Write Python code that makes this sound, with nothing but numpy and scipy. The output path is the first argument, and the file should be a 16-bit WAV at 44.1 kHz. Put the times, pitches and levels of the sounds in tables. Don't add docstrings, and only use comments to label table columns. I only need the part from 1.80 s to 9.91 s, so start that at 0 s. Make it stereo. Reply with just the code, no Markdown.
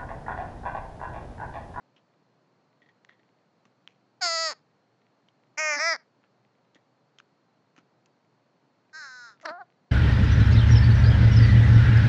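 import sys
import numpy as np
from scipy import signal
from scipy.fft import rfft, irfft
from scipy.io import wavfile
from scipy.ndimage import map_coordinates

SR = 44100
rng = np.random.default_rng(int(sys.argv[2]) if len(sys.argv) > 2 else 0)


def wav_out(sig):
    wavfile.write(sys.argv[1], SR, np.round(np.clip(np.atleast_2d(sig).T, -1, 1) * 32767).astype(np.int16))


N = 357651
TIME = np.arange(N) / SR

# frequency in Hz, relative level in dB.
HUSH_SPECTRUM = [(24, -68.5), (40, -36.5), (84, -28.5), (99, -11), (118, -1), (261, -4.5), (286, -4),
                 (320, -6), (492, -7), (576, -7), (1010, -11), (3280, -26.5), (4210, -26.5), (7080, -34.5),
                 (8870, -51.5), (11500, -76.5), (19500, -120)]

# start in seconds, energy in dB.
FOOTFALLS = [(1.853, -35), (4.955, -32), (5.979, -31), (7.706, -24)]
# start in seconds, energy in dB, crunch length in seconds.
BEAK_KNOCKS = [(1.019, -33, 0.044), (1.061, -39, 0.022), (1.089, -34, 0.033), (1.29, -31, 0.038),
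               (1.306, -33, .11), (1.394, -42, .035), (4.956, -33.5, 0.039)]
# start in seconds, energy in dB, ring in Hz,
# crunch length in seconds, snap in dB relative to the body of the hit.
CLICKS_AND_CRACKS = [(0.164, -35, 3030, 0.054, -23), (1.2484, -31.5, 1830, 0.005, -13),
                     (1.294, -30, 1870, .004, -30), (1.853, -37.5, 1250, .05, -11),
                     (2.0756, -20, 3150, .0008, -50), (2.086, -38, 2470, .07, -15),
                     (3.486, -36.5, 3120, .01, -18), (4.439, -39, 1478, .04, -31),
                     (4.947, -37, 3440, 0.039, -6), (5.386, -27.5, 3270, .02, -9.5),
                     (5.4007, -26, 1570, 0.0072, -19.5), (5.964, -35, 1430, 0.035, -12),
                     (5.979, -30, 1300, 0.047, -14), (6.259, -43, 2650, .012, 0),
                     (7.6002, -37, 1600, 0.0021, -24), (7.613, -29.5, 1860, 0.11, -6.5)]
TRAY_HZ, TRAY_WIDTH_HZ = 265, 70

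# time in seconds, pitch in Hz.
CAW_SUSTAIN = [(2.49, 333.7), (2.52, 329.6), (2.544, 331.7), (2.578, 324.6), (2.61, 328.8), (2.654, 323.3),
               (2.675, 314.1)]
# time in seconds, pitch in Hz, level in dB.
CAW_ATTACK = [(2.408, 409.5, -45), (2.42, 377.6, -32), (2.428, 362.2, -29), (2.48, 337.6, -30)]
CAW_COLLAPSE = [(2.695, 303.3, -35), (2.709, 283.3, -37), (2.725, 224.3, -41), (2.733, 214.3, -46),
                (2.742, 204.1, -62)]
BEG_GESTURE = [(3.772, 291, -39.5), (3.782, 298, -31), (3.8, 314, -27.5), (3.814, 312.6, -28),
               (3.888, 305.5, -26.5), (3.934, 291.5, -27), (3.97, 292.6, -32), (3.982, 281.5, -33),
               (3.991, 283, -30)]
YELP_GESTURE = [(3.986, 280, -31), (4.004, 301.8, -27), (4.03, 320.5, -26.5), (4.08, 338.4, -24),
                (4.13, 317.9, -26), (4.138, 302.0, -30.5), (4.144, 286.4, -32.5), (4.162, 227, -38),
                (4.17, 204.3, -56)]
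WHINE_GESTURE = [(7.127, 309, -55), (7.151, 310.0, -41.5), (7.177, 321.7, -42), (7.241, 284.0, -42),
                 (7.291, 259.2, -45.5), (7.369, 249.1, -46), (7.455, 236.4, -46), (7.493, 221.5, -50),
                 (7.527, 201.5, -57), (7.575, 191.7, -76)]
CROAK_GESTURE = [(7.625, 369.2, -58), (7.647, 280.2, -46.5), (7.657, 346.7, -32.5), (7.665, 336.5, -39.5),
                 (7.681, 305.3, -36.5), (7.691, 296.7, -34.5), (7.725, 343.6, -40), (7.775, 359.5, -44),
                 (7.797, 420, -45), (7.817, 368.5, -38.5), (7.831, 350.2, -53), (7.845, 347.1, -64)]
# frequency in Hz, relative gain in dB.
CAW_COLOUR = [(120, -26.5), (310, -11.5), (630, -3), (1500, -0.36), (1700, -8.5), (1900, -0.5),
              (2080, -6.5), (3000, -22), (3700, -19.5), (4600, 0.5), (5400, -3.5), (5750, -25.5),
              (6200, -10.5), (6900, -7), (8800, -40.5)]
BEG_COLOUR = [(120, -37.5), (310, -18), (950, -2.5), (1300, -9.5), (1500, 0), (1700, -8.5), (2000, 3.5),
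              (2350, -0.5), (2750, -19), (3700, -49), (5400, -17), (6900, -22), (7400, -32.5), (7900, -58),
              (8800, -55.5)]
YELP_COLOUR = [(120, -42), (310, -20.5), (630, -9), (1300, -6.5), (2000, 0.5), (2350, -6.5), (3000, -47),
               (3300, -33), (4600, -18.5), (5000, -6), (5750, -11.5), (6900, -30), (7400, -29),
               (8800, -55.5)]
WHINE_COLOUR = [(120, -45), (310, -37.5), (630, -24), (1300, -7.5), (1500, 5.5), (3300, -46.5), (4100, -9),
                (4600, -19.5), (5400, -8.5), (5750, -25), (6200, -15.5), (7400, -24), (7900, -49),
                (8800, -43.5)]
CROAK_COLOUR = [(120, -30), (310, -4.5), (630, 4.5), (1500, 3.5), (2350, -22.5), (3000, -30.5),
                (3700, -28.5), (4100, -17), (4600, -16.5), (5400, -31), (5750, -28), (6200, -44),
                (7900, -46), (8800, -75)]
# centre in seconds, half length in seconds, added roughness from 0 to 1.
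VOICE_BREAKS = [(2.454, .014, .33), (3.781, .017, .62), (3.955, .03, .4), (3.99, .012, .75),
                (7.26, .06, .18), (7.659, .01, .64), (7.692, .025, .52)]
# centre in seconds, half length in seconds.
BEAK_SHUTS = [(3.977, .016), (7.674, .011)]


def from_db(db):
    return 10 ** (np.asarray(db) / 20)


def rms_one(x):
    return x / np.sqrt(np.mean(x ** 2) + 1e-20)


def energy_one(x):
    return x / np.sqrt(np.sum(x ** 2) + 1e-20)


def add(out, start_s, sound):
    start = round(start_s * SR)
    out[start:start + len(sound)] += sound[:N - start]


def band(x, low_hz, high_hz):
    return signal.sosfilt(signal.butter(2, [low_hz, high_hz], "band", fs=SR, output="sos"), x)


def steep(x, hz, kind):
    return signal.sosfilt(signal.butter(8, hz, kind, fs=SR, output="sos"), x)


def drift(size, rate_hz):
    pole = np.exp(-2 * np.pi * rate_hz / SR)
    return rms_one(signal.lfilter([1], [1, -2 * pole, pole * pole], rng.standard_normal(size + SR))[SR:])


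def resonance(x, hz, width_hz):
    radius = np.exp(-np.pi * width_hz / SR)
    feedback = [1, -2 * radius * np.cos(2 * np.pi * hz / SR), radius ** 2]
    return signal.lfilter(np.array([1, 0, -1]) * (1 - radius ** 2) / 2, feedback, x)


def coloured(x, spectrum, size=4096):
    hz, db = np.transpose(spectrum)
    grid_hz = np.maximum(np.arange(size // 2 + 1) * SR / size, 1)
    gain = from_db(np.interp(np.log(grid_hz), np.log(hz), db))
    cepstrum = irfft(np.log(gain))
    cepstrum[1:size // 2] *= 2
    cepstrum[size // 2 + 1:] = 0
    return signal.fftconvolve(x, irfft(np.exp(rfft(cepstrum))))[:len(x)]


def evened(x, size=601):
    window = np.hanning(size)
    power = np.convolve(x ** 2, window / window.sum(), "same")
    return x / np.sqrt(2 * power + 1e-4 * power.mean())


def softened(x, hz):
    bell = np.exp(-(2 * np.pi * hz * np.arange(-60, 61) / SR) ** 2 / 2)
    return np.convolve(x, bell / bell.sum(), "same")


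def garden_hush(level_db=-68):
    return from_db(level_db) * rms_one(coloured(rng.standard_normal(N), HUSH_SPECTRUM))


def insect_trill(hz=4300, wander_hz=170, level_db=-88):
    cycles = np.cumsum(hz + wander_hz * drift(N, 54)) / SR
    return from_db(level_db) * rms_one(np.sin(2 * np.pi * cycles))


def garden_echo(x, echo_s=.072, echo_db=-35, tail_db=-36, tail_t60=.25):
    t = TIME[:SR // 2]
    scatter = energy_one(band(rng.standard_normal(len(t)), 400, 5000) * from_db(-60 * t / tail_t60))
    echo = band(np.interp(TIME - echo_s, TIME, x), 500, 6000)
    return from_db(echo_db) * echo + from_db(tail_db) * signal.fftconvolve(x, scatter)[:N]


def shifting_nuts(per_s=5, spread_db=4):
    sizes = from_db(-40 + spread_db * np.clip(rng.standard_normal(N), -2, 2))
    ticks = sizes * (rng.random(N) < per_s / SR) + 1e-18
    return band(resonance(ticks, 2020, 900), 1010, 4000)


def footfalls(push_s=.03, size=6000):
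    out, t = np.zeros(N), TIME[:size]
    for start_s, db in FOOTFALLS:
        force = rng.standard_normal(size) * from_db(-30 * t / push_s)
        add(out, start_s, from_db(db) * energy_one(resonance(force, TRAY_HZ, TRAY_WIDTH_HZ)))
    return out


def pecks(nut_hz=1900, nut_width_hz=99, nut_snap_db=-28, sharp_width_hz=440, snap_hz=6800,
          grains_per_s=2500, grain_spread_db=5, thud_db=-9, full_push_s=.04, size=6000):
    out, t = np.zeros(N), TIME[:size]
    knocks = [(s, db, nut_hz, crunch_s, nut_snap_db, nut_width_hz) for s, db, crunch_s in BEAK_KNOCKS]
    sharp_hits = [(*row, sharp_width_hz) for row in CLICKS_AND_CRACKS]
    for start_s, db, hz, crunch_s, snap_db, width_hz in knocks + sharp_hits:
        grains = rng.standard_normal(size) * from_db(grain_spread_db * rng.standard_normal(size))
        grains *= rng.random(size) < grains_per_s / SR
        grains[0] = 3
        force = grains * from_db(-30 * t / crunch_s)
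        ring = energy_one(resonance(force, hz, width_hz))
        overtone = from_db(-9) * energy_one(resonance(force, 1.73 * hz, 2 * width_hz))
        crunch = from_db(-10) * energy_one(band(force, 900, 4100))
        body = energy_one(band(ring + overtone + crunch, 840, 3200))
        snap = from_db(snap_db) * energy_one(steep(resonance(force, snap_hz, 1176), 6400, "low"))
        push = min(crunch_s / full_push_s, 1) ** 2
        thud = from_db(thud_db) * push * energy_one(resonance(force, TRAY_HZ, TRAY_WIDTH_HZ))
        add(out, start_s, from_db(db) * (body + snap + thud))
    return out


def roughness(t, hoarse, collapse, collapse_s):
    breaks = sum(depth * np.exp(-((t - centre) / half) ** 2) for centre, half, depth in VOICE_BREAKS)
    rattle = collapse * np.exp(-((t[-1] - t) / collapse_s) ** 4)
    return np.clip(hoarse + breaks + rattle, .02, 1)


def claps(cycles, strength, rough, jitter_s, shimmer_db):
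    index = np.arange(len(cycles))
    at = np.interp(np.arange(np.ceil(cycles[0]), cycles[-1]), cycles, index)
    timing_shake, size_shake = rng.standard_normal((len(at), 2)).T * np.interp(at, index, rough)
    sizes = np.interp(at, index, strength) * from_db(shimmer_db * size_shake)
    offset = index - (at + timing_shake * jitter_s * SR)[:, None]
    return sizes @ (np.sinc(offset) * np.exp(-(offset / 8) ** 2))


def syrinx(cycles, rough, second_share, second_phase, second_hz, jitter_s, shimmer_db, rasp):
    first = claps(cycles, np.ones(len(cycles)), rough, jitter_s, shimmer_db)
    second_strength = np.clip(second_share * (1 - rough / .8), 0, 1)
    second = claps(cycles - second_phase, second_strength, rough, jitter_s, shimmer_db)
    air = band(rng.standard_normal(len(cycles)), 2200, 10000) * np.exp(-2 * (cycles % 1))
    return rms_one(first + softened(second, second_hz)) + rasp * rough * rms_one(air)


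def throat(x, colour, shift):
    clock = np.cumsum(shift) - shift[0]
    positions = np.interp(np.arange(clock[-1]), clock, np.arange(len(x)))
    stretched = map_coordinates(x, [positions], order=3)
    return map_coordinates(coloured(stretched, colour), [clock], order=3)


def call(gesture, colour, hoarse, collapse, collapse_s, waver, treble_db, bite_db, brightening, lurch_db,
         pitch_follow, closing_per_s, gape_per_db=.001, split_hz=3300, upper_share=1,
         shut_sink=.11, hum_db=-12, fade_s=.006, **syrinx_settings):
    times, pitches, levels = np.transpose(gesture)
    t = np.arange(times[0], times[-1], 1 / SR)
    hz, level_db = np.interp(t, times, pitches), np.interp(t, times, levels)
    rough = roughness(t, hoarse, collapse, collapse_s)
    cycles = np.cumsum(hz * (1 + waver * drift(len(t), 47))) / SR
    buzz = syrinx(cycles, rough, **syrinx_settings)
    rise = pitch_follow * np.log(hz) + gape_per_db * level_db - closing_per_s * t
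    rise -= np.average(rise, weights=from_db(level_db) ** 2)
    shut = sum(np.exp(-((t - centre) / half) ** 2) for centre, half in BEAK_SHUTS)
    shift = np.clip(np.exp(rise - shut_sink * shut), .75, 1.15)
    body = evened(steep(throat(buzz, colour, shift), split_hz, "low"))
    treble = evened(steep(throat(buzz, colour, shift ** upper_share), split_hz, "high"))
    hum = from_db(hum_db) * shut * np.sin(2 * np.pi * cycles)
    edge_db = treble_db + brightening * (level_db - level_db.max()) + bite_db * rough
    treble *= from_db(edge_db + lurch_db * rough * drift(len(t), 149.85))
    fade = np.clip(np.minimum(t - t[0], t[-1] - t) / fade_s, 0, 1)
    out = np.zeros(N)
    add(out, times[0], fade * np.sqrt(2) * from_db(level_db) * (body + treble + hum))
    return out


def young_crow(sustain_db=-31):
    sustain = [(s, hz, sustain_db) for s, hz in CAW_SUSTAIN]
    caw = call(np.vstack([CAW_ATTACK, sustain, CAW_COLLAPSE]), CAW_COLOUR,
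               hoarse=.02, collapse=.6, collapse_s=.046, waver=.0012,
               treble_db=2, bite_db=3, brightening=.55, lurch_db=6,
               pitch_follow=.03, closing_per_s=-.04,
               second_share=.96, second_phase=.48, second_hz=6600,
               jitter_s=6e-5, shimmer_db=2.5, rasp=.55)
    beg = call(BEG_GESTURE, BEG_COLOUR, hoarse=.089, collapse=.03, collapse_s=.05, waver=.001,
               treble_db=-10, bite_db=9, brightening=.15, lurch_db=4,
               pitch_follow=.3, closing_per_s=.2, upper_share=.6,
               second_share=.99, second_phase=.494, second_hz=1262,
               jitter_s=4e-5, shimmer_db=.5, rasp=.5)
    yelp = call(YELP_GESTURE, YELP_COLOUR, hoarse=.0586, collapse=.8, collapse_s=.045, waver=.0013,
                treble_db=-7, bite_db=4, brightening=.2, lurch_db=3,
                pitch_follow=.03, closing_per_s=.55,
                second_share=.99, second_phase=.4696, second_hz=1950,
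                jitter_s=5e-5, shimmer_db=2.5, rasp=.5)
    whine = call(WHINE_GESTURE, WHINE_COLOUR, hoarse=.15, collapse=.42, collapse_s=.1, waver=.002,
                 treble_db=-9.5, bite_db=3, brightening=.2, lurch_db=1.5,
                 pitch_follow=.22, closing_per_s=.01, upper_share=.1,
                 second_share=.12, second_phase=.503, second_hz=9000,
                 jitter_s=5e-5, shimmer_db=-1.5, rasp=1)
    croak = call(CROAK_GESTURE, CROAK_COLOUR, hoarse=.13, collapse=.1, collapse_s=.038, waver=.003,
                 treble_db=-34, bite_db=39, brightening=.3, lurch_db=2,
                 pitch_follow=.3, closing_per_s=.3, gape_per_db=.014, split_hz=1900, upper_share=.6,
                 second_share=1, second_phase=.476, second_hz=1030,
                 jitter_s=6e-5, shimmer_db=1, rasp=.95)
    return caw + beg + yelp + whine + croak


def scene():
    tray = steep(pecks() + footfalls() + shifting_nuts(), 7700, "low")
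    birds = young_crow() + tray
    return np.tile(birds + garden_echo(birds) + garden_hush() + insect_trill(), (2, 1))


def record(dry, low_cut_hz=90, high_cut_hz=8900):
    thin = signal.sosfilt(signal.butter(4, low_cut_hz, "high", fs=SR, output="sos"), dry)
    return signal.sosfilt(signal.ellip(10, .2, 80, high_cut_hz, fs=SR, output="sos"), thin)


dry = scene()
out = record(dry)
wav_out(out)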